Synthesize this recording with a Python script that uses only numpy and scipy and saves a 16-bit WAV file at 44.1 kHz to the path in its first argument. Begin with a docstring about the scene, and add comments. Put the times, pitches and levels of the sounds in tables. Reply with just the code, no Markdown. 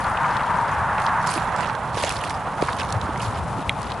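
"""Land yacht in the wind

A small land yacht stands on open tarmac, its sail swinging from side to side. With each swing
many tiny wrinkles tick and merge into a rustle; creases snap, the belly flaps and a rigging
fitting clacks once. Wind rumbles on the microphone, and a howling roar, probably tyres on a
far road, slowly recedes."""
import sys
import numpy as np
from scipy import signal
from scipy.fft import rfft, irfft
from scipy.io import wavfile
from scipy.ndimage import uniform_filter1d

SR = 44100
rng = np.random.default_rng(int(sys.argv[2]) if len(sys.argv) > 2 else 0)


def wav_out(sig):
    """Save sig, one row per channel (or a flat mono array), as 16-bit PCM at SR to the path in sys.argv[1]."""
    wavfile.write(sys.argv[1], SR, np.round(np.clip(np.atleast_2d(sig).T, -1, 1) * 32767).astype(np.int16))


N = 176400
TIME = np.arange(N) / SR

# Course of the distant roar: t/s, level/dB, left minus right/dB
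ROAR_COURSE = [(0, -24.5, 3), (.24, -22.5, 2), (.58, -24, 3.5), (.72, -23.5, 1.5), (1.18, -22.5, 0),
               (1.35, -25, -2), (1.62, -25.5, -4), (1.85, -28.5, -2.5), (2.5, -28.5, -1), (3.05, -28, -1.5),
               (3.5, -29.5, 2.5), (4, -30, 4)]
# Rustle of the cloth, swelling with each swing: t/s, level/dB
RUSTLE_LEVEL = [(0, -42), (.09, -46), (.2, -45), (.32, -40.5), (.62, -45), (.74, -39.5), (.89, -68),
                (1.02, -37.5), (1.17, -50), (1.26, -40), (1.29, -32), (1.35, -30.5), (1.42, -39.5),
                (1.52, -45), (1.61, -33), (1.7, -41.5), (1.79, -63), (1.91, -49), (1.975, -30.5),
                (2.04, -29), (2.13, -33), (2.22, -37.5), (2.31, -36.5), (2.43, -54), (2.54, -51),
                (2.64, -34.5), (2.75, -42.5), (2.8, -32), (2.85, -40.5), (2.91, -38.5), (2.96, -50.5),
                (3.14, -50.5), (3.22, -33), (3.31, -43), (3.38, -38.5), (3.45, -64), (3.6, -40.5),
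                (3.66, -51.5), (3.92, -39.5), (4, -47)]


def amp(db):
    """Amplitude ratio for a level in decibels."""
    return 10 ** (np.asarray(db) / 20)


def unit(x):
    """Normalisation to an rms of 1."""
    return x / np.sqrt(np.mean(x ** 2) + 1e-20)


def colour(points, hz):
    """Interpolation of a spectrum on a logarithmic frequency axis."""
    f, value = np.transpose(points)
    return np.interp(np.log(hz + 1), np.log(f), value)


def curve(rows, t):
    """Linear interpolation of each column of a table at times t."""
    times, *columns = np.transpose(rows)
    return [np.interp(t, times, column) for column in columns]


def pan(db):
    """Level-difference stereo: two gains for a level of left minus right."""
    gains = amp(np.array([np.atleast_1d(db), -np.atleast_1d(db)]) / 2)
    return gains / gains.mean(0)


def add(mix, onset, sound):
    """Superposition of a stereo sound on the mix, from an onset in seconds."""
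    part = mix[:, round(onset * SR):][:, :sound.shape[1]]
    part += sound[:, :part.shape[1]]


def shaped(pair, spectrum, coherence):
    """Partial coherence: two independent signals are filtered and mixed as mid and side."""
    hz = np.fft.rfftfreq(N, 1 / SR)
    a, b = rfft(pair)
    alike = np.clip(colour(coherence, hz), 0, 1)
    mid, side = a * np.sqrt(1 + alike), b * np.sqrt(1 - alike)
    return unit(irfft(np.array([mid + side, mid - side]) * amp(colour(spectrum, hz)), N))


def noise(spectrum):
    """Coloured open-air noise, less coherent between the channels in the treble."""
    # Likeness of left and right: f/Hz, coherence (0-1)
    air_coherence = [(40, 0.9), (300, 0.98), (1000, 0.95), (2500, 0.99), (5000, 0.7), (11000, 0.74)]
    return shaped(rng.standard_normal((2, N)), spectrum, air_coherence)


def waver(rate_hz, depth_db):
    """Random amplitude modulation: a log-normal gain fluctuating at around the given rate."""
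    hz = np.fft.rfftfreq(N, 1 / SR)
    band = (hz / rate_hz) * np.exp(-(hz / rate_hz) ** 2)
    drift = unit(irfft(rfft(rng.standard_normal(N)) * band, N))
    return unit(amp(depth_db * drift))


def roar():
    """Attenuation with distance: the receding roar grows fainter and lower, wavering in the wind."""
    # Spectra of the roar when near and when far: f/Hz, relative density/dB
    near_spectrum = [(100, -18), (350, -22.5), (600, -8.5), (800, -2), (950, 0.5), (1250, -1.5),
                     (1700, -6.5), (2300, -19), (3300, -29.5), (5000, -40.5), (11000, -46)]
    far_spectrum = [(100, -14.5), (350, -10.5), (600, -3), (780, 0), (920, 2), (1250, -3.5), (1700, -14),
                    (2300, -19.5), (3300, -24.5), (5000, -35), (11000, -41.5)]
    db, side_db = curve(ROAR_COURSE, TIME)
    nearness = np.clip((db - db.min()) / np.ptp(db), 0, 1) ** 0.95
    sound = np.sqrt(nearness) * noise(near_spectrum) + np.sqrt(1 - nearness) * noise(far_spectrum)
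    return sound * amp(db) * pan(side_db) * waver(rate_hz=20, depth_db=1.06)


def howl():
    """Narrow-band noise has a pitch: a howl stands out of the near roar, higher when stronger."""
    # Strength of the howl: t/s, level/dB
    howl_level = [(0, -36), (.28, -26), (.42, -28.5), (.57, -22.5), (.7, -34.5), (.95, -33.5),
                  (1.16, -26.5), (1.35, -36), (4, -45.5)]
    top_hz, hz_per_db, width_hz = 949, 3.5, 157
    db = curve(howl_level, TIME)[0]
    hz = top_hz + hz_per_db * (db - db.max())
    lowpass = signal.butter(2, width_hz / 2, fs=SR, output="sos")
    baseband = signal.sosfilt(lowpass, rng.standard_normal(N) + 1j * rng.standard_normal(N))
    carrier = np.exp(2j * np.pi * np.cumsum(hz) / SR)
    return unit((baseband * carrier).real) * amp(db) * pan(curve(ROAR_COURSE, TIME)[1])


def wind():
    """Turbulent pressure at the microphone: an uneven rumble with a few stronger eddies."""
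    # Strength of the rumble: t/s, level/dB
    wind_level = [(0, -33.5), (1, -32.5), (1.8, -34.5), (2.75, -33.5), (3.05, -32.5), (3.45, -31),
                  (3.85, -33), (4, -36)]
    # Spectrum of the rumble: f/Hz, relative density/dB
    wind_spectrum = [(20, -34), (45, -11.5), (65, -1), (90, -1), (130, 0.5), (200, -3.5), (300, -15.5),
                     (600, -25.5), (2000, -38)]
    # Eddies, each at its peak: t/s, level/dB, f/Hz, half length/s
    eddies = [(2.968, -15.5, 106.3, 0.014), (3.285, -20.5, 104, 0.0169), (3.419, -25.5, 82.3, 0.03)]
    sag_per_s = 8.4
    out = noise(wind_spectrum) * amp(curve(wind_level, TIME)[0]) * waver(rate_hz=21.7, depth_db=1.83)
    for peak_time, db, hz, half_length in eddies:
        t = np.arange(-3 * half_length, 3 * half_length, 1 / SR)
        cycles = np.cumsum(hz * np.exp(-sag_per_s * t)) / SR
        buffet = np.exp(-(t / half_length) ** 2) * np.sin(2 * np.pi * cycles)
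        add(out, peak_time + t[0], amp(db) * buffet * pan(db=3.5))
    return out


def rigging():
    """Impact excitation: a fitting jerked tight ticks on contact, then rings in damped modes."""
    # The clack and its rebound: t/s, level/dB
    impacts = [(3.6939, -3.5), (3.6953, -9)]
    # Modes of the fitting: f/Hz, relative level/dB, T60/s
    modes = [(2190, 0, 0.008), (2390, -1.5, 0.014), (3260, -7.5, 0.026), (3840, -6.5, 0.012)]
    tick_db, tick_decay_s, rise_s = -19, .0007, .0008
    out, t = np.zeros((2, N)), np.arange(SR // 20) / SR
    ring = sum(amp(db - 60 * t / t60) * np.sin(2 * np.pi * hz * t) for hz, db, t60 in modes)
    ring *= 1 - np.exp(-(t / rise_s) ** 2)
    for onset, db in impacts:
        tick = amp(tick_db) * rng.standard_normal(len(t)) * np.exp(-t / tick_decay_s)
        add(out, onset, amp(db) * (tick + ring) * pan(db=0.74))
    return out


def flaps():
    """Heavily damped oscillation: the sail fills with a short thump that sags in pitch."""
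    # Thumps of the sail's belly: t/s, envelope peak/dB, starting f/Hz, decay time/s
    thumps = [(1.361, -22, 332, 0.0068), (1.376, -16.5, 307, 0.0026), (1.972, -13.5, 630, 0.0012),
              (2.0385, -12, 660, 0.0028), (2.6255, -4, 500, 0.00079), (3.09, -18.5, 337, 0.0038),
              (3.588, -23, 310, 0.0074)]
    rise_s, sag_fraction = .0011, 0.15
    out, t = np.zeros((2, N)), np.arange(SR // 10) / SR
    for onset, db, hz, decay_s in thumps:
        decay = np.exp(-t / decay_s)
        envelope = (1 - np.exp(-(t / rise_s) ** 2)) * decay
        cycles = np.cumsum(hz * (1 - sag_fraction * (1 - decay))) / SR
        thump = -envelope / envelope.max() * np.sin(2 * np.pi * cycles)
        add(out, onset, amp(db) * thump * pan(db=-2.5))
    return out


def snaps(size=1024):
    """Snap-through buckling: a crease pops over in one sharp pulse, and the cloth shivers briefly."""
    # Snapping creases: t/s, level/dB (energy spread over 1 ms), centre f/Hz, width/octaves
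    creases = [(.172, -21.5, 2860, 0.35), (0.244, -22, 2130, 0.3), (0.3683, -25.5, 3260, 0.83),
               (0.982, -24, 2500, 0.68), (1.065, -22, 3650, 0.64), (1.2725, -18, 9500, 2.9),
               (1.2924, -27, 9500, 1.3), (1.34, -22, 2780, 2.6), (1.3781, -16.5, 1010, 1.3),
               (1.563, -30, 5000, 1), (1.6073, -21.5, 1800, 1.4), (1.631, -36, 2600, 1.3),
               (1.6627, -29.5, 2180, 1.1), (1.6977, -18.5, 1580, 1.06), (1.7513, -27.5, 1700, 1.8),
               (2.0304, -18, 1190, 0.72), (2.0369, -15.5, 2400, 1.43), (2.0473, -19.5, 1880, 2.4),
               (2.0933, -17.5, 2600, 3.9), (2.103, -19, 2500, 0.22), (2.123, -22, 5000, 6.2),
               (2.239, -19, 2000, 0.73), (2.2974, -26, 4700, 0.9), (2.306, -22.5, 2020, 0.87),
               (2.6121, -14.5, 780, 0.22), (2.6224, -17, 1090, 1.9), (2.685, -13.5, 1260, 0.64),
               (2.6898, -13.5, 1250, 0.72), (2.73, -26.5, 3620, 0.55), (2.799, -19.5, 890, 1.5),
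               (2.8081, -23, 3320, 0.66), (2.8158, -21.5, 2660, 0.27), (2.925, -20.5, 5500, 1.4),
               (3.014, -25, 2600, 1.14), (3.159, -24, 1800, 0.56), (3.2033, -24.5, 2800, 0.26),
               (3.8178, -29.5, 5500, 2.5), (3.8305, -31, 4500, 1.4), (3.919, -26, 3500, 0.56)]
    shiver_gain, shiver_decay_s = 1.23, .0024
    out, t = np.zeros((2, N)), np.arange(size) / SR
    hz = abs(np.fft.fftfreq(size, 1 / SR)) + 1
    for onset, db, centre_hz, octaves in creases:
        log_gain = -5.1 * np.log(1 + (np.log2(hz / centre_hz) / octaves) ** 2 / 4)
        pulse = np.fft.ifft(np.exp(np.conj(signal.hilbert(log_gain)))).real  # minimum phase
        mid, side = rng.standard_normal((2, size)) * np.exp(-t / shiver_decay_s)
        shiver = np.array([mid + side / 2, mid - side / 2])
        tail = signal.fftconvolve(shiver / np.linalg.norm(shiver[0]), pulse[None])[:, :size]
        pop = unit(pulse + shiver_gain * tail) * np.sqrt(.001 * SR / size)
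        add(out, onset, amp(db) * pop)
    return out


def crinkles(bands=24):
    """A Poisson process: wrinkles tick in broad resonances, sparse in lulls, crowded in a swing."""
    peak_ticks_per_s, crowding, spread_db = 4700, 1.15, 2.5
    out, db = np.zeros((2, N)), curve(RUSTLE_LEVEL, TIME)[0]
    activity = amp(db - db.max()) ** crowding
    for hz in np.geomspace(700, 10500, bands):
        strength = amp(spread_db * np.minimum(rng.exponential(1, N), 3))
        strength /= np.sqrt(activity)  # mean power stays the same at any tick rate
        angle = 2 * np.pi * rng.random(N)  # shares each tick between mid and side
        fires = rng.random(N) < activity * peak_ticks_per_s / bands / SR
        ticks = strength * fires * np.array([np.cos(angle), np.sin(angle)])
        resonance = signal.iirpeak(hz, Q=1.02, fs=SR)
        out += signal.lfilter(*resonance, signal.lfilter(*resonance, ticks))
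    return unit(out)


def rustle():
    """Modulated noise: crinkles and swish follow the swing, flickering in colour as the cloth ripples."""
    # Spectrum of the cloth before the tilt: f/Hz, relative density/dB
    cloth_spectrum = [(100, -15), (300, 18.5), (700, 7.5), (1500, 9), (2800, 5), (4500, 1), (7500, -5),
                      (10700, -4)]
    # Likeness of left and right: f/Hz, coherence (0-1)
    cloth_coherence = [(300, 0.33), (2500, 1), (5500, 0.57), (11000, 0.56)]
    # Brightness of the rustle: t/s, tilt above 1500 Hz/(dB per octave)
    brightness = [(0, 7), (.3, -3), (1.05, 0), (1.31, 5), (1.62, -1.5), (1.97, 1.5), (2.7, 1.5), (3.3, 1.5),
                  (3.92, -2.5)]
    crinkle_db, swish_db, flicker_db = -1.2, -6.5, 3
    drive = amp(crinkle_db) * crinkles() + amp(swish_db) * rng.standard_normal((2, N))
    cloth = shaped(drive, cloth_spectrum, cloth_coherence) * waver(rate_hz=44, depth_db=1.5)
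    hz, t, spectra = signal.stft(cloth, SR, nperseg=256)
    patches = uniform_filter1d(rng.standard_normal((len(t), len(hz))), size=7, axis=0)  # along time
    patches = uniform_filter1d(patches, size=5, axis=1)  # along frequency
    flicker = unit(amp(flicker_db * unit(patches))).T
    octaves = np.log2(np.maximum(hz, 1500) / 4000)
    tilt = amp(curve(brightness, t)[0] * octaves[:, None])
    rippling = signal.istft(spectra * flicker * tilt, SR, nperseg=256)[1][:, :N]
    return rippling * amp(curve(RUSTLE_LEVEL, TIME)[0]) * pan(db=-1.5)


def scene():
    """Free-field superposition: the sources add in the open air, with no echo."""
    return roar() + howl() + wind() + rustle() + snaps() + flaps() + rigging()


def record(dry):
    """Frequency response: two slightly unequal microphones, then a steep band limit."""
    # Sensitivity of the microphones: f/Hz, left minus right/dB
    mic_balance = [(85, 2), (180, -5), (400, -0.5), (1100, 0), (2000, -3.5), (5000, -2), (8500, 2)]
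    gains = pan(colour(mic_balance, np.fft.rfftfreq(N, 1 / SR)))
    heard = irfft(rfft(dry) * gains, N)
    lowpass = signal.firwin(301, cutoff=11200, window=("kaiser", 9), fs=SR)
    return signal.oaconvolve(heard, lowpass[None], "same")


dry = scene()
out = record(dry)
wav_out(out)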